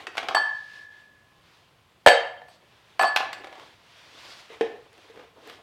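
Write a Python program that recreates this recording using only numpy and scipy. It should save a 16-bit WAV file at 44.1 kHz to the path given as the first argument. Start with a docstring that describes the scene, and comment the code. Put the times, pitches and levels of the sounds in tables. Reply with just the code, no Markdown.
"""Plastic cups, a plastic jug and glass vessels knock together on a tray in a quiet, hard-walled room: noise
cracks with damped sines for the dull plastic, a beating pair for the beaker, high partials for the flask.
Then a hand rustles, as swelling noise, over to a foam-lined cardboard case, which thumps and scuffs as a
small part is tugged out. Room air lies under it all; the close microphone's input saturates on loud blows."""
import sys
import numpy as np
from scipy import signal
from scipy.io import wavfile
from scipy.ndimage import uniform_filter1d, map_coordinates

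SR = 44100
rng = np.random.default_rng(int(sys.argv[2]) if len(sys.argv) > 2 else 0)


def to_linear_factor(level_db):
    """Convert decibel levels (scalar or array-like) to linear amplitude factors."""
    exponent = np.asarray(level_db, float) / 20
    return 10 ** exponent


def master_out(mix):
    """Clip the mix to full scale and print it as 16-bit PCM to the path in sys.argv[1]."""
    frames = np.transpose(np.atleast_2d(mix))
    ceiling = np.clip(frames, -1, 1)
    pcm = np.round(ceiling * 32767).astype(np.int16)
    wavfile.write(sys.argv[1], SR, pcm)


N = 248221  # length [samples]


def along(points, hz):
    """Reads a (frequency, value) curve on a log frequency axis."""
    f, v = np.transpose(points)
    return np.interp(np.log(hz + 1), np.log(f + 1), v)


def unit(x):
    """Scales to rms 1."""
    return x / np.sqrt(np.mean(x ** 2) + 1e-20)


def wobble(rate):
    """A smooth random curve through normal random knots, rate knots a second."""
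    knots = rng.standard_normal(int(N * rate / SR) + 4)
    return map_coordinates(knots, [np.arange(N) * rate / SR])


def hiss(spectrum, patchy_db):
    """Coloured noise of rms 1 with time-frequency patches of random gain."""
    hz, _, z = signal.stft(rng.standard_normal(N), SR, nperseg=1024)
    field = uniform_filter1d(rng.standard_normal(z.shape), size=10, axis=0)
    field = uniform_filter1d(field, size=4, axis=1)
    gain_db = along(spectrum, hz)[:, None] + patchy_db * unit(field)
    return unit(signal.istft(z * to_linear_factor(gain_db), nperseg=1024)[1][:N])


def swells(s, db, width, idle_db):
    """Bell-shaped swells over an idle level, added as powers."""
    t = np.arange(0, N + 64, 64) / SR
    power = to_linear_factor(2 * db)[:, None] * np.exp(-((t - s[:, None]) / width[:, None]) ** 2)
    level = np.sqrt(power.sum(axis=0) + to_linear_factor(2 * idle_db))
    return np.interp(np.arange(N) / SR, t, level)


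def ring(modes, seconds, scatter_db, tilt_db=0, damping=1):
    """Damped sines; scatter gives each a new strength and sign, the tilt turns about the strongest mode."""
    t = np.arange(int(seconds * SR)) / SR
    hz, db, t60 = np.transpose(modes)[:, :, None]
    db = db + scatter_db * rng.standard_normal(db.shape) + tilt_db * np.log2(hz / hz[np.argmax(db)])
    sign = rng.choice([-1, 1], db.shape) if scatter_db else 1
    sines = sign * to_linear_factor(db - 60 * t * damping / t60) * np.sin(2 * np.pi * hz * t)
    onset = 1 - np.exp(-t / 0.00015)
    return np.sum(sines, axis=0) * onset


def burst(lo_hz, hi_hz, t60):
    """A puff of decaying noise, band-limited and scaled to peak 1."""
    t = np.arange(SR // 10) / SR
    band = signal.butter(2, np.clip([lo_hz, hi_hz], 50, 20000), 'bandpass', fs=SR, output='sos')
    puff = signal.sosfilt(band, rng.standard_normal(len(t)) * to_linear_factor(-60 * t / t60))
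    return puff / np.abs(puff).max()


def add(track, s, sound, wet_db):
    """Lays a hit and its own room tail on the track; each frequency of the tail dies at its own speed."""
    # reverberation of the hard-walled room: (frequency [Hz], t60 [s])
    reverb = [(150, 0.26), (500, 0.46), (2000, 0.52), (5000, 0.41), (9000, 0.29), (15000, .15)]
    hz, t, z = signal.stft(rng.standard_normal(int(.7 * SR)), SR, nperseg=256)
    tail = signal.istft(z * to_linear_factor(-60 * t / along(reverb, hz)[:, None]), SR, nperseg=256)[1]
    delayed = np.pad(sound, (int(.005 * SR), 0))  # the room answers 5 ms late
    heard = to_linear_factor(wet_db) * signal.fftconvolve(delayed, tail / np.linalg.norm(tail))
    heard[:len(sound)] += sound
    part = track[round(s * SR):][:len(heard)]
    part += heard[:len(part)]


def without_bass(x, edge_hz):
    """Small bodies radiate little below their size."""
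    return signal.sosfilt(signal.butter(3, edge_hz, 'highpass', fs=SR, output='sos'), x)


def contacts(events, body, crack_hz, crack_rise, tilt_db, tilt_rise, wet_db):
    """Each contact is a short crack, a thin treble tick and the dull ring of the struck body.

    Harder contacts are brighter: crack_rise is in octaves per dB of hardness, tilt_db in dB per octave,
    tilt_rise in dB per octave for each dB of hardness.
    """
    usual_hardness_db = -22
    track = np.zeros(N)
    for s, body_db, crack_db, hard_db in events:
        harder_db = hard_db - usual_hardness_db
        centre_hz = crack_hz * 2 ** (crack_rise * harder_db)
        tilt = tilt_db + tilt_rise * harder_db
        hit = to_linear_factor(body_db) * ring(body, seconds=.3, scatter_db=2.5, tilt_db=tilt)
        crack = burst(centre_hz / 1.96, centre_hz * 1.45, t60=0.033)
        tick = to_linear_factor(hard_db) * burst(lo_hz=4500, hi_hz=14400, t60=0.0065)
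        hit[:len(crack)] += to_linear_factor(crack_db) * (crack + tick)
        add(track, s, hit, wet_db)
    return track


def air():
    """Steady room air as coloured noise, with faint sines that waver in level and phase."""
    # colour of the room air: (frequency [Hz], relative level [dB])
    air_colour = [(15, -44.5), (40, -23), (100, 4), (200, -8.5), (420, -12.5), (1040, -12), (1300, -16),
                  (3000, -17), (6000, -27), (13000, -33), (16200, -35)]
    # faint tones: (frequency [Hz], middle rms level [dB])
    whine = [(1035, -78), (1088, -81.5)]
    t = np.arange(N) / SR
    tones = np.zeros(N)
    for hz, db in whine:
        level = to_linear_factor(db + 4 * wobble(8.9)) * np.sqrt(2)
        tones += level * np.sin(2 * np.pi * hz * t + 1.5 * wobble(11))
    return to_linear_factor(-63.5) * hiss(air_colour, patchy_db=.5) + tones


def handling():
    """Cloth and skin rustle in smooth swells of noise; fingers scuff tray and cardboard in uneven slips."""
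    # sleeve and skin strokes: (peak time [s], level [dB], half width [s], bright brushing over rustle [dB])
    strokes = [(0, -47.5, 0.043, -23), (.19, -50.5, .05, -10), (.55, -57, 0.17, -6),
               (0.759, -56, 0.068, -4.5), (.97, -60.5, 0.066, -10.5), (1.54, -61, 0.1, -7.5),
               (2.53, -61.5, .03, -1), (2.9, -60.5, 0.21, -11.5), (3.45, -57.5, 0.16, -24),
               (3.65, -54, 0.084, -9.5), (4.05, -55, 0.18, -7), (4.3, -48, 0.11, -4),
               (4.531, -48, 0.031, -21), (4.63, -54.5, .08, -15), (4.82, -64.5, 0.083, -7.5),
               (5.03, -58.5, 0.099, -8), (5.19, -57.5, 0.078, -13), (5.499, -52.5, 0.069, -8.5)]
    # finger scuffs: (peak time [s], level [dB], half width [s])
    scuffs = [(.08, -54.5, 0.067), (.29, -45, 0.078), (2.58, -68, 0.14), (3.4, -52, 0.18),
              (3.63, -62.5, 0.044), (4.219, -59.5, .12), (4.55, -56, 0.031), (4.7, -60, 0.13),
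              (5.05, -61, .08), (5.19, -53, .045), (5.46, -53.5, 0.076), (5.62, -58.5, 0.042)]
    # colours of rustling, bright brushing and rubbing: (frequency [Hz], relative level [dB])
    rustle_colour = [(200, -34.5), (320, -9.5), (700, -1), (1400, 0), (3500, 0), (5000, -14), (9000, -22.5),
                     (16000, -35.5)]
    brush_colour = [(2000, -29.5), (3000, -4.5), (4600, 2.5), (6200, -6.5), (8000, -14.5), (16000, -30)]
    rub_colour = [(150, -28.5), (280, -2), (450, 0), (700, -2.5), (1300, -9.5), (3000, -42)]
    # hands are never quite still
    idle_rustle_db, idle_brush_db, idle_scuff_db = -69, -79.5, -72.5

    s, db, width, bright_db = np.transpose(strokes)
    rustle = swells(s, db, width, idle_rustle_db) * hiss(rustle_colour, patchy_db=1)
    brush = swells(s, db + bright_db, width, idle_brush_db) * hiss(brush_colour, patchy_db=1)
    scuff = swells(*np.transpose(scuffs), idle_scuff_db) * hiss(rub_colour, patchy_db=1)
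    return to_linear_factor(0.72 * wobble(40)) * (rustle + brush) + to_linear_factor(3.3 * wobble(60)) * scuff


def cardboard_case():
    """Thumps on the case excite short, low-pitched cardboard modes under a soft crack."""
    # thumps: (time [s], body level [dB], crack level [dB], hardness: treble tick over crack [dB])
    thumps = [(4.5014, -42.5, -49, -11), (4.61, -18, -19.5, -45), (4.6703, -42, -43, -26),
              (4.7195, -46, -52, -14), (4.9302, -55, -54, 3), (4.9786, -63, -48, -5),
              (5.0985, -47.5, -56, -1), (5.1592, -45, -46, -23), (5.1736, -41, -46, -26),
              (5.1949, -44.5, -43, -26), (5.4746, -41, -44, 0), (5.4979, -46, -32, -9.5),
              (5.5279, -51, -51, -4)]
    # cardboard modes: (frequency [Hz], relative level [dB], t60 [s])
    cardboard = [(217, -15, 0.03), (297, -10.5, 0.025), (455, 1, 0.078), (543, -10.5, 0.051),
                 (689, -5.5, 0.062), (850, -10, 0.035), (1070, -10.5, 0.039), (1217, -8, 0.044),
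                 (1550, -22, 0.023), (1670, -2.5, 0.028), (1974, -8, 0.06)]
    return contacts(thumps, cardboard, crack_hz=2094, crack_rise=.005, tilt_db=-3, tilt_rise=0.0454, wet_db=-4.5)


def flask():
    """High glass partials, muted by tray and fingers; they flutter as the glass chatters on its neighbours."""
    # blows: (time [s], neck level [dB], wall level [dB], wall tilt [dB per octave], damping by the grip [factor])
    clinks = [(.348, -22, -25, -2.5, 2.45), (2.063, -15.5, -30.5, 11.5, 1.4), (2.078, -20, -28.5, 0.5, 1.3),
              (2.487, -70.5, -66, 13, 1.7), (2.994, -35, -32.5, 3, 2.03), (3.013, -51.5, -42.5, 7, 2.2),
              (3.025, -49, -37, 6, 2.3), (3.05, -51.5, -32, -3, 3.8), (3.331, -56, -49, 2, 1.9)]
    # a cup rattles on the rim: (time [s], level [dB])
    pings = [(2.9945, -45), (3.0128, -39), (3.0247, -34), (3.033, -39)]
    # undamped glass modes of neck, wall and rim: (frequency [Hz], relative level [dB], t60 [s])
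    neck_modes = [(3120, -6, 0.057), (3147, -1, 0.17), (3160, -8, 0.11)]
    wall_modes = [(4513, 1, 0.34), (4500, -5, 0.24), (4690, -11, .3), (4955, -16, .2), (5860, -14, 0.11),
                  (7780, -9.5, 0.21), (8440, -9, 0.14), (9000, -17, 0.16), (10370, -21.5, .1),
                  (12900, -22, .1)]
    rim_modes = [(2560, 10, .03), (11500, -1, 0.013), (14680, -11, .018)]

    track = np.zeros(N)
    for s, neck_db, wall_db, tilt_db, damping in clinks:
        neck = to_linear_factor(neck_db) * ring(neck_modes, seconds=.6, scatter_db=1, damping=damping)
        wall = to_linear_factor(wall_db) * ring(wall_modes, seconds=.6, scatter_db=2, tilt_db=tilt_db, damping=damping)
        add(track, s, neck + wall, wet_db=-4)
    track *= to_linear_factor(2.5 * wobble(45))  # chatter
    for s, db in pings:
        add(track, s, to_linear_factor(db) * ring(rim_modes, seconds=.05, scatter_db=1), wet_db=-12)
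    return track


def beaker():
    """A slightly uneven glass rings with a beating pair of tones until the next blow chokes it."""
    # blows, shifted and damped by what touches the glass:
    # (time [s], lower tone level [dB], upper tone level [dB], lower tone t60 [s], shift of both tones [Hz])
    blows = [(0.347, -23.5, -21.5, 1.38, 1), (2.062, -12, -16, 0.41, 27.5), (2.105, -18, -10.5, 0.19, -9.5),
             (2.418, -49, -46, 0.24, 39.5), (2.995, -36, -20.5, 1.3, -17.5), (3.162, -40.5, -33, 1.06, -7)]
    low_hz, high_hz = 1693, 1746.2  # the lowest pair of the free glass
    # the ringing beaker is swung through a quiet spot of the room
    quiet_s, quiet_db, quiet_width_s = 0.682, -8, 0.069

    track = np.zeros(N)
    lasts = np.minimum(np.diff(np.transpose(blows)[0], append=N / SR), 1.5)
    for (s, low_db, high_db, t60, shift), seconds in zip(blows, lasts):
        tones = [(low_hz + shift, low_db, t60), (high_hz + shift, high_db, .8 * t60)]
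        pair = ring(tones, seconds, scatter_db=0)
        add(track, s, pair, wet_db=-6.5 - 5.6 * t60)  # a long ring stands clear of the room
    t = np.arange(N) / SR
    return track * to_linear_factor(quiet_db * np.exp(-((t - quiet_s) / quiet_width_s) ** 2 / 2))


def jug():
    """The big plastic jug lands, bounces and settles: cracks over low, damped plastic modes."""
    # impacts: (time [s], body level [dB], crack level [dB], hardness: treble tick over crack [dB])
    landing = [(2.0624, -6, -6, -16), (2.0724, -7, 0.5, -19), (2.0844, -13.5, -1, -24),
               (2.4174, -46.5, -50, -17.5), (2.4834, -51.5, -47.5, -9.5)]
    # jug modes: (frequency [Hz], relative level [dB], t60 [s])
    jug_modes = [(483, -2, 0.13), (562, -0.5, 0.068), (650, -4.5, 0.078), (725.4, 2, 0.1),
                 (798, -2.5, 0.068), (914, -4, 0.043), (1010, -8, 0.043), (1193, -10.5, 0.032),
                 (1426, -13.5, .04)]
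    return contacts(landing, jug_modes, crack_hz=2431, crack_rise=.001, tilt_db=-1, tilt_rise=0.7, wet_db=-7.5)


def cups():
    """Light plastic cups knock on the tray; their thin walls ring dully and briefly."""
    # knocks: (time [s], body level [dB], crack level [dB], hardness: treble tick over crack [dB])
    knocks = [(0.0024, -41.5, -41, -22), (0.0687, -42, -23, -36), (0.1535, -42, -40, -14),
              (0.1706, -34, -21.5, -25), (0.1793, -23.5, -14.5, -34), (0.2299, -34, -25, -36.5),
              (0.2857, -22, -16.5, -36), (0.3091, -25.5, -40, -20.5), (0.3485, -17.5, -18.5, -11.5),
              (0.3694, -16.5, -32, -14.5), (2.9941, -12.5, -13.5, -29), (3.0124, -16, -19.5, -20),
              (3.024, -21.5, -23, -14), (3.0327, -15, -20, -17), (3.0424, -15, -22, -20.5),
              (3.0504, -31, -27.5, -16), (3.0706, -40, -37, -11), (3.1616, -18.5, -8.5, -16.5),
              (3.1714, -31, -17.5, -13.5), (3.2044, -20.5, -28, -23), (3.2274, -30, -43, -11),
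              (3.33, -40.5, -25, -11.5), (3.4373, -47, -42, -26), (3.4441, -40.5, -30.5, -27),
              (3.4704, -41, -38.5, -28), (3.5269, -42.5, -38, -34), (3.5544, -45, -45, -16.5),
              (3.5964, -45.5, -41, -10)]
    # cup modes: (frequency [Hz], relative level [dB], t60 [s])
    cup_modes = [(588, -9, 0.029), (673, -8.5, 0.085), (757.6, 0, 0.056), (835, -7, 0.064),
                 (950, -8.5, 0.036), (1056, -8.5, 0.072), (1132, -9.5, 0.065), (1245, -4.5, 0.019),
                 (1410, -6.5, 0.012)]
    return contacts(knocks, cup_modes, crack_hz=2400, crack_rise=0.014, tilt_db=1.3, tilt_rise=0.89, wet_db=-7.0)


def scene():
    """All sources at the one microphone."""
    vessels = without_bass(cups() + jug() + beaker() + flask(), edge_hz=272)
    case = without_bass(cardboard_case(), edge_hz=193)
    return (vessels + case + handling() + air())[None]


def band_limit(x):
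    """A steep low-pass at the top of the band."""
    return signal.sosfilt(signal.butter(12, 16320, fs=SR, output="sos"), x)


def record(dry):
    """The input stage saturates close to full scale, with a slightly rounded knee."""
    clipped = dry / (1 + np.abs(dry / 1.03) ** 5) ** (1 / 5)
    return band_limit(clipped)


dry = scene()
out = record(dry)
master_out(out)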